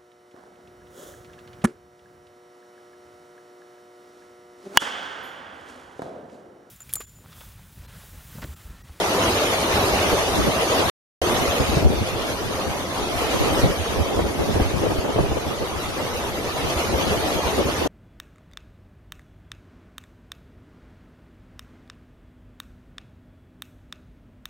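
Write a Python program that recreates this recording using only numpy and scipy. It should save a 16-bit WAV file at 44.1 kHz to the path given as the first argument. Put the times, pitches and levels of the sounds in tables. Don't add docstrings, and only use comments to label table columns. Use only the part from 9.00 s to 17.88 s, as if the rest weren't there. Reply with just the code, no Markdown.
import sys
import numpy as np
from scipy import signal
from scipy.fft import rfft, irfft, next_fast_len
from scipy.io import wavfile
from scipy.ndimage import uniform_filter1d, minimum_filter1d, map_coordinates

SR = 44100
rng = np.random.default_rng(int(sys.argv[2]) if len(sys.argv) > 2 else 0)


def transcribe(u):
    v = np.clip(np.atleast_2d(u).T, -1, 1)
    q = np.round(v * 32767).astype(np.int16)
    wavfile.write(sys.argv[1], SR, q)


N = 391431
OPPOSED = np.array([[1], [-1]])


def amp(db):
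    return 10 ** (np.asarray(db) / 20)


def unit(x):
    return x / np.sqrt(np.mean(x ** 2) + 1e-20)


def white_pair():
    return rng.standard_normal((2, N))


def curves(rows):
    times, *columns = np.transpose(rows)
    return [np.interp(np.arange(N) / SR, times, column) for column in columns]


def wobble(rate):
    points = rng.standard_normal(int(N * rate / SR) + 4)
    return map_coordinates(points, [np.arange(N) * rate / SR])


def filtered(x, response):
    length = next_fast_len(N + SR // 2)
    hz = np.fft.rfftfreq(length, 1 / SR)
    return irfft(rfft(x, length) * response(hz), length)[..., :N]


def coloured(x, spectrum):
    f, db = np.transpose(spectrum)
    return unit(filtered(x, lambda hz: amp(np.interp(np.log(hz + 1), np.log(f), db))))


def patchy(patchy_db):
    bands = signal.stft(white_pair(), nperseg=512)[2]
    field = rng.standard_normal(bands.shape[1:])
    field = uniform_filter1d(field, size=2, axis=0)
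    field = uniform_filter1d(field, size=6, axis=1)
    flicker = amp(patchy_db * np.minimum(unit(field), 1))
    return signal.istft(bands * flicker, nperseg=512)[1][:, :N]


def blend(pair, alike):
    turn = np.arccos(np.clip(alike, -1, 1)) / 2
    mid, side = np.cos(turn) * pair[0], np.sin(turn) * pair[1]
    return np.array([mid + side, mid - side])


def all_around(pair, spacing):
    sound_speed = 343
    shadow_hz = 6000

    def mid_and_side(hz):
        angles = (np.arange(16) + .5) * np.pi / 32
        lags = spacing / sound_speed * np.cos(angles)
        shadow = 1 / (1 + (hz / shadow_hz) ** 4)
        alike = shadow * np.mean(np.cos(2 * np.pi * lags[:, None] * hz), axis=0)
        return np.sqrt([(1 + alike) / 2, (1 - alike) / 2])
    mid, side = filtered(pair, mid_and_side)
    return np.array([mid + side, mid - side])


# (f/Hz, relative level/dB)
ROAR_SPECTRUM = [(30, -30), (55, -9), (88, -3), (130, -10), (180, -7.5), (250, -6), (340, -2.5),
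                 (480, -2.5), (640, -2.2), (880, -6.5), (1280, -8), (1520, -16.5), (2000, -17),
                 (2700, -23.5), (5000, -66.5)]
HOWL_SPECTRUM = [(350, -20.5), (520, -3), (720, 1), (900, -4.5), (1200, -8), (1550, -17), (2500, -39)]


def roar(storm_db, level_db=2.5, swirl_db=0.12, howl_db=-33, howl_grows=1.5, full_storm_db=-25):
    air = coloured(all_around(patchy(patchy_db=4.0), spacing=0.082), ROAR_SPECTRUM)
    howl = coloured(all_around(patchy(patchy_db=4.0), spacing=0.11), HOWL_SPECTRUM)
    air_gain = amp(storm_db + level_db + swirl_db * wobble(30))
    howl_gain = amp(howl_db + howl_grows * (storm_db - full_storm_db))
    return air_gain * air + howl_gain * howl


def splashes(rate=40, decay_s=0.06):
    landings = (rng.random(N) < rate / SR) - rate / SR
    return unit(signal.lfilter([1], [1, -np.exp(-1 / (decay_s * SR))], landings))


# (f/Hz, relative level/dB)
RAIN_SPECTRUM = [(400, -8), (1100, -5.5), (1450, -4), (2000, -2), (3000, -0.5), (4200, -5), (5300, -8),
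                 (6600, -7), (7500, -17.5), (9000, -13), (13000, -13.5)]


def rain(storm_db, level_db=-0.5, drops_db=-10, drop_rate=450, scatter_db=3.0, splash_db=0.5):
    hits = rng.random((2, N)) < drop_rate / SR
    sizes = amp(scatter_db * np.clip(white_pair(), -2, 2))
    drops = unit(hits * sizes * rng.choice([-1, 1], (2, N)))
    spray = patchy(patchy_db=7.0) + amp(drops_db) * drops
    hiss = coloured(all_around(spray, spacing=0.075), RAIN_SPECTRUM)
    return amp(storm_db + level_db + splash_db * splashes()) * hiss


def eddies(shared_db, own_db, rate):
    shared = np.tanh(wobble(rate / 2))
    own = np.tanh([wobble(rate), wobble(rate)])
    return unit(amp(shared_db * shared + own_db * own))


# (t/s, rumble level/dB, flap level/dB, flutter level/dB)
DRAUGHT = [(0, -46.5, -57.5, -39.5), (3, -36, -40.5, -35.5), (4.5, -36, -46, -35), (5.3, -36, -38, -30),
           (7, -36.5, -41, -36), (8.88, -38, -41, -34.5)]
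# (peak t/s, length/s, rumble level/dB, flap level/dB, flutter level/dB)
GUSTS = [(1.05, 0.38, -38, -41, -33), (1.448, 0.32, -34, -32, -29), (1.8, 0.11, -39, -36, -29),
         (2.378, 0.74, -29.5, -40, -31), (2.72, 0.14, -29, -34, -27), (2.857, 0.17, -27, -27, -24),
         (3.15, 0.3, -34, -42, -39), (4.2, 0.3, -38, -42, -38), (4.422, 0.19, -30, -31, -24),
         (4.55, 0.1, -33, -36, -32), (4.66, 0.16, -28, -32, -26), (4.99, 0.12, -37, -35, -28),
         (5.168, 0.11, -37, -36, -25), (5.26, 0.08, -32, -39, -30), (5.547, 0.17, -31, -31, -25),
         (5.852, 0.12, -38, -37, -26), (6.08, 0.12, -36, -38, -32), (6.233, 0.2, -23, -44, -29),
         (6.47, 0.24, -36, -42, -35), (7.634, 0.14, -40, -41, -37), (8.04, 0.27, -35, -34, -28),
         (8.494, 0.29, -35.5, -42, -34), (8.61, 0.12, -35, -40, -26), (8.87, 0.18, -39, -42, -24)]


def gusts():
    t = np.arange(N) / SR
    power = amp(curves(DRAUGHT)) ** 2
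    for peak_s, length, *levels_db in GUSTS:
        bell = np.exp(-(2 * (t - peak_s) / length) ** 2)
        power = power + (amp(levels_db)[:, None] * bell) ** 2
    return np.sqrt(power)


# (f/Hz, relative level/dB)
RUMBLE_SPECTRUM = [(15, -14), (30, -15.5), (50, -6.5), (72, -3), (110, -8), (200, -14.5), (500, -56),
                   (1500, -94.5)]
FLAP_SPECTRUM = [(50, -38), (110, -2), (155, -2), (230, -3), (330, -9.5), (700, -41), (2000, -75)]
FLUTTER_SPECTRUM = [(50, -44), (120, -14.5), (220, -6), (400, 1), (700, -11.5), (1000, -14), (1500, -27.5),
                    (3000, -49), (8000, -56)]
PORT_RING_SPECTRUM = [(150, -29.5), (300, -9.5), (390, 1), (480, -3.5), (620, -13), (800, -14.5),
                      (1400, -29.5), (3000, -55.5)]


def buffeting(flap_gain_db=-1.0, flutter_gain_db=-1.5, ring_gain_db=-7, surge_db=2.0):
    surge = amp(surge_db * wobble(12))
    rumble_strength, flap_strength, flutter_strength = gusts() * surge

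    rumble = blend(coloured(white_pair(), RUMBLE_SPECTRUM), alike=0.17)
    rumble = rumble * eddies(shared_db=4.5, own_db=6, rate=40)

    flap = coloured(white_pair(), FLAP_SPECTRUM) * eddies(shared_db=4.5, own_db=4.0, rate=60)

    ring = amp(ring_gain_db) * coloured(rng.standard_normal(N), PORT_RING_SPECTRUM) * OPPOSED
    flutter = coloured(white_pair(), FLUTTER_SPECTRUM) + ring
    flutter = flutter * eddies(shared_db=4.5, own_db=4.5, rate=100)
    return (rumble_strength * rumble + amp(flap_gain_db) * flap_strength * flap
            + amp(flutter_gain_db) * flutter_strength * flutter)


# (f/Hz, relative level/dB)
PUFF_SPECTRUM = [(100, -26), (260, -3.5), (380, 1), (600, -1), (850, -8), (1200, -16.5), (1600, -22),
                 (3000, -43), (8000, -57)]
# (peak t/s, half the rise time/s,
# thud level/dB, flap level/dB, puff level/dB, left over right level/dB,
# likeness of the thud at the two ports, held within -1..1)
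SLAPS = [(0.936, .009, -26, -39, -33, -2, 0.79), (1.131, 0.0046, -25, -22, -18, -5, .8),
         (1.398, 0.012, -23, -22.5, -36, 2, .1), (1.475, 0.0072, -27, -18, -22, 2, .9),
         (2.489, .009, -24, -34, -28, 3, .5), (2.609, 0.01, -21.5, -22, -22, -3, 0.42),
         (2.695, 0.0047, -24, -23, -38, -2, .7), (2.73, 0.0099, -26, -31, -26.5, 14, -0.11),
         (2.774, 0.005, -19, -15, -20, -1, 0.99), (2.829, 0.0054, -18, -21, -23.5, 3, .95),
         (2.86, 0.011, -7, -18, -24, 2, -.9), (2.905, 0.0064, -24, -20, -28, 8, -.2),
         (2.923, .006, -24, -34, -30, 4, 0), (2.94, .011, -25, -35, -28, 10, 0),
         (2.978, 0.011, -23, -34, -33, 5, .7), (3.019, 0.0099, -19.5, -25, -33, -3, 0.2),
         (4.365, 0.0087, -33, -28, -30, -4, .5), (4.413, .008, -17, -22, -23, -3, -.9),
         (4.519, 0.0088, -22, -38, -37, 2, .4), (4.572, 0.0042, -38, -40, -20, 2, .5),
         (4.595, .006, -24, -28, -40, 2, 0.98), (4.642, 0.0062, -9, -14.5, -20, 0, -1.06),
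         (4.665, 0.0098, -37, -24, -24, 0, 0), (4.707, 0.0068, -31, -26, -27, -2, .5),
         (4.804, 0.013, -24, -43, -33.5, -7, -0.0071), (4.997, 0.0089, -22, -28, -29, -7, 0),
         (5.012, 0.0072, -18, -31, -47, -11, -.4), (5.195, 0.0051, -35, -27, -17, -3, .1),
         (5.22, .007, -21.5, -26, -36, -2, .7), (5.249, 0.0081, -24, -28, -31, 3, 1),
         (5.267, 0.0025, -27, -28, -26, 0, .9), (5.421, 0.008, -33, -35, -22.5, 7, .6),
         (5.485, 0.0066, -34, -30, -28, -8, .6), (5.505, 0.012, -25, -28, -28, -7, -0.3),
         (5.565, 0.0084, -24, -29, -21, 8, .95), (5.603, 0.0052, -27, -31, -17.5, 0, .9),
         (5.618, 0.0054, -13, -34, -33, 3, .8), (5.664, 0.013, -20, -32, -33, -3, -0.96),
         (5.745, .009, -26, -30, -28, 15, .6), (5.768, 0.0081, -28, -33, -38, 19, 0.72),
         (5.811, .006, -26, -32, -35, -2, 0.42), (5.835, 0.012, -39, -41, -23, 0, .6),
         (5.866, .007, -36, -26, -23, 12, .4), (5.887, 0.005, -25, -36, -36, 10, 0.81),
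         (5.917, 0.011, -29, -32, -23.5, -5, .6), (5.989, 0.0047, -16.5, -36, -26.5, -1, -0.49),
         (6.05, 0.0064, -38, -35, -21, 0, .6), (6.09, 0.011, -36, -34, -22.5, 3, .5),
         (6.163, 0.0041, -20, -32, -18.5, 1, .85), (6.19, 0.0082, -36, -37, -15.5, 0, .8),
         (6.216, 0.0045, -24, -40, -32, 9, .95), (6.245, 0.013, -21, -35, -25.5, -3, -0.86),
         (6.319, 0.0065, -22, -37, -22, -2, 0.72), (6.37, .012, -37, -39, -23.5, 6, .3),
         (6.47, 0.0074, -25, -30, -28, -5, .5), (6.619, 0.014, -31, -31, -25.5, -5, -0.87),
         (7.772, 0.0095, -23, -40, -44, -2, .9), (7.947, 0.0099, -21, -38, -21.5, 5, .95),
         (8.074, .008, -30, -29, -29, 10, 0.98), (8.36, .007, -32, -26, -46, 8, .5),
         (8.465, 0.0074, -25, -34, -38, -9, .6), (8.59, 0.015, -29, -31, -19.5, 1, 0.74),
         (8.66, 0.0062, -25, -22, -27, 4, .95), (8.691, 0.0059, -31, -30, -23, -1, .5)]


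def slaps(thud_gain_db=-1.3, puff_gain_db=0.2, thud_hz=74, hz_scatter=0.16, puff_lean=0.36):
    out = np.zeros((2, N))
    t = np.arange(-SR // 32, SR // 8) / SR
    flaps = blend(coloured(white_pair(), FLAP_SPECTRUM), alike=0.055)
    puffs = blend(coloured(white_pair(), PUFF_SPECTRUM), alike=0.2)
    for peak_s, half_rise, thud_db, flap_db, puff_db, lean_db, alike in SLAPS:
        pitch, phase = rng.standard_normal(2)
        span = round((peak_s + t[0]) * SR) + np.arange(len(t))
        age = np.maximum(t / half_rise / 2 + 1, 0)
        swell = (age * np.exp(1 - age)) ** 3
        turn = 2 * np.pi * thud_hz * np.exp(hz_scatter * pitch) * t + np.pi * phase
        thud = blend([np.sin(turn), np.cos(turn)], alike)

        sides_db = lean_db / 2 * OPPOSED
        parts = ((thud, thud_db + thud_gain_db + sides_db),
                 (flaps[:, span], flap_db + sides_db),
                 (puffs[:, span], puff_db + puff_gain_db + puff_lean * sides_db))
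        for wave, db in parts:
            out[:, span] += amp(db) * unit(swell * wave) * np.sqrt(np.mean(swell ** 2))
    return out


# (t/s, level/dB)
STORM = [(0.0, -25.3), (0.2, -24.5), (1.1, -24.2), (1.35, -26), (1.62, -26.5), (1.75, -25), (2.3, -25.5),
         (2.52, -25.5), (2.6, -28), (2.78, -29), (2.86, -32), (3.0, -31.5), (3.9, -31.5), (4.15, -29.5),
         (4.35, -26.5), (4.6, -25.5), (4.73, -31.5), (5.3, -32), (6.1, -33.5), (6.8, -32.5), (7.35, -31.5),
         (8.1, -27), (8.88, -30.5)]


def scene(sheets_db=0.86):
    storm_db, = curves(STORM)
    storm_db = storm_db + sheets_db * wobble(24)
    return roar(storm_db) + rain(storm_db) + buffeting() + slaps()


def limited(x, ceiling_db=-3.6, hold_s=0.014):
    need = np.minimum(1, amp(ceiling_db) / (np.abs(x).max(axis=0) + 1e-9))
    span = max(2, int(hold_s * SR))
    return x * uniform_filter1d(minimum_filter1d(need, span), span)


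# (start t/s, end t/s)
SILENCE = (1.8995, 2.2165)


def record(dry, top_hz=13100):
    t = np.arange(N) / SR
    live = (t < SILENCE[0]) | (t > SILENCE[1])
    return filtered(limited(dry) * live, lambda hz: 1 / (1 + (hz / top_hz) ** 200))


dry = scene()
out = record(dry)
transcribe(out)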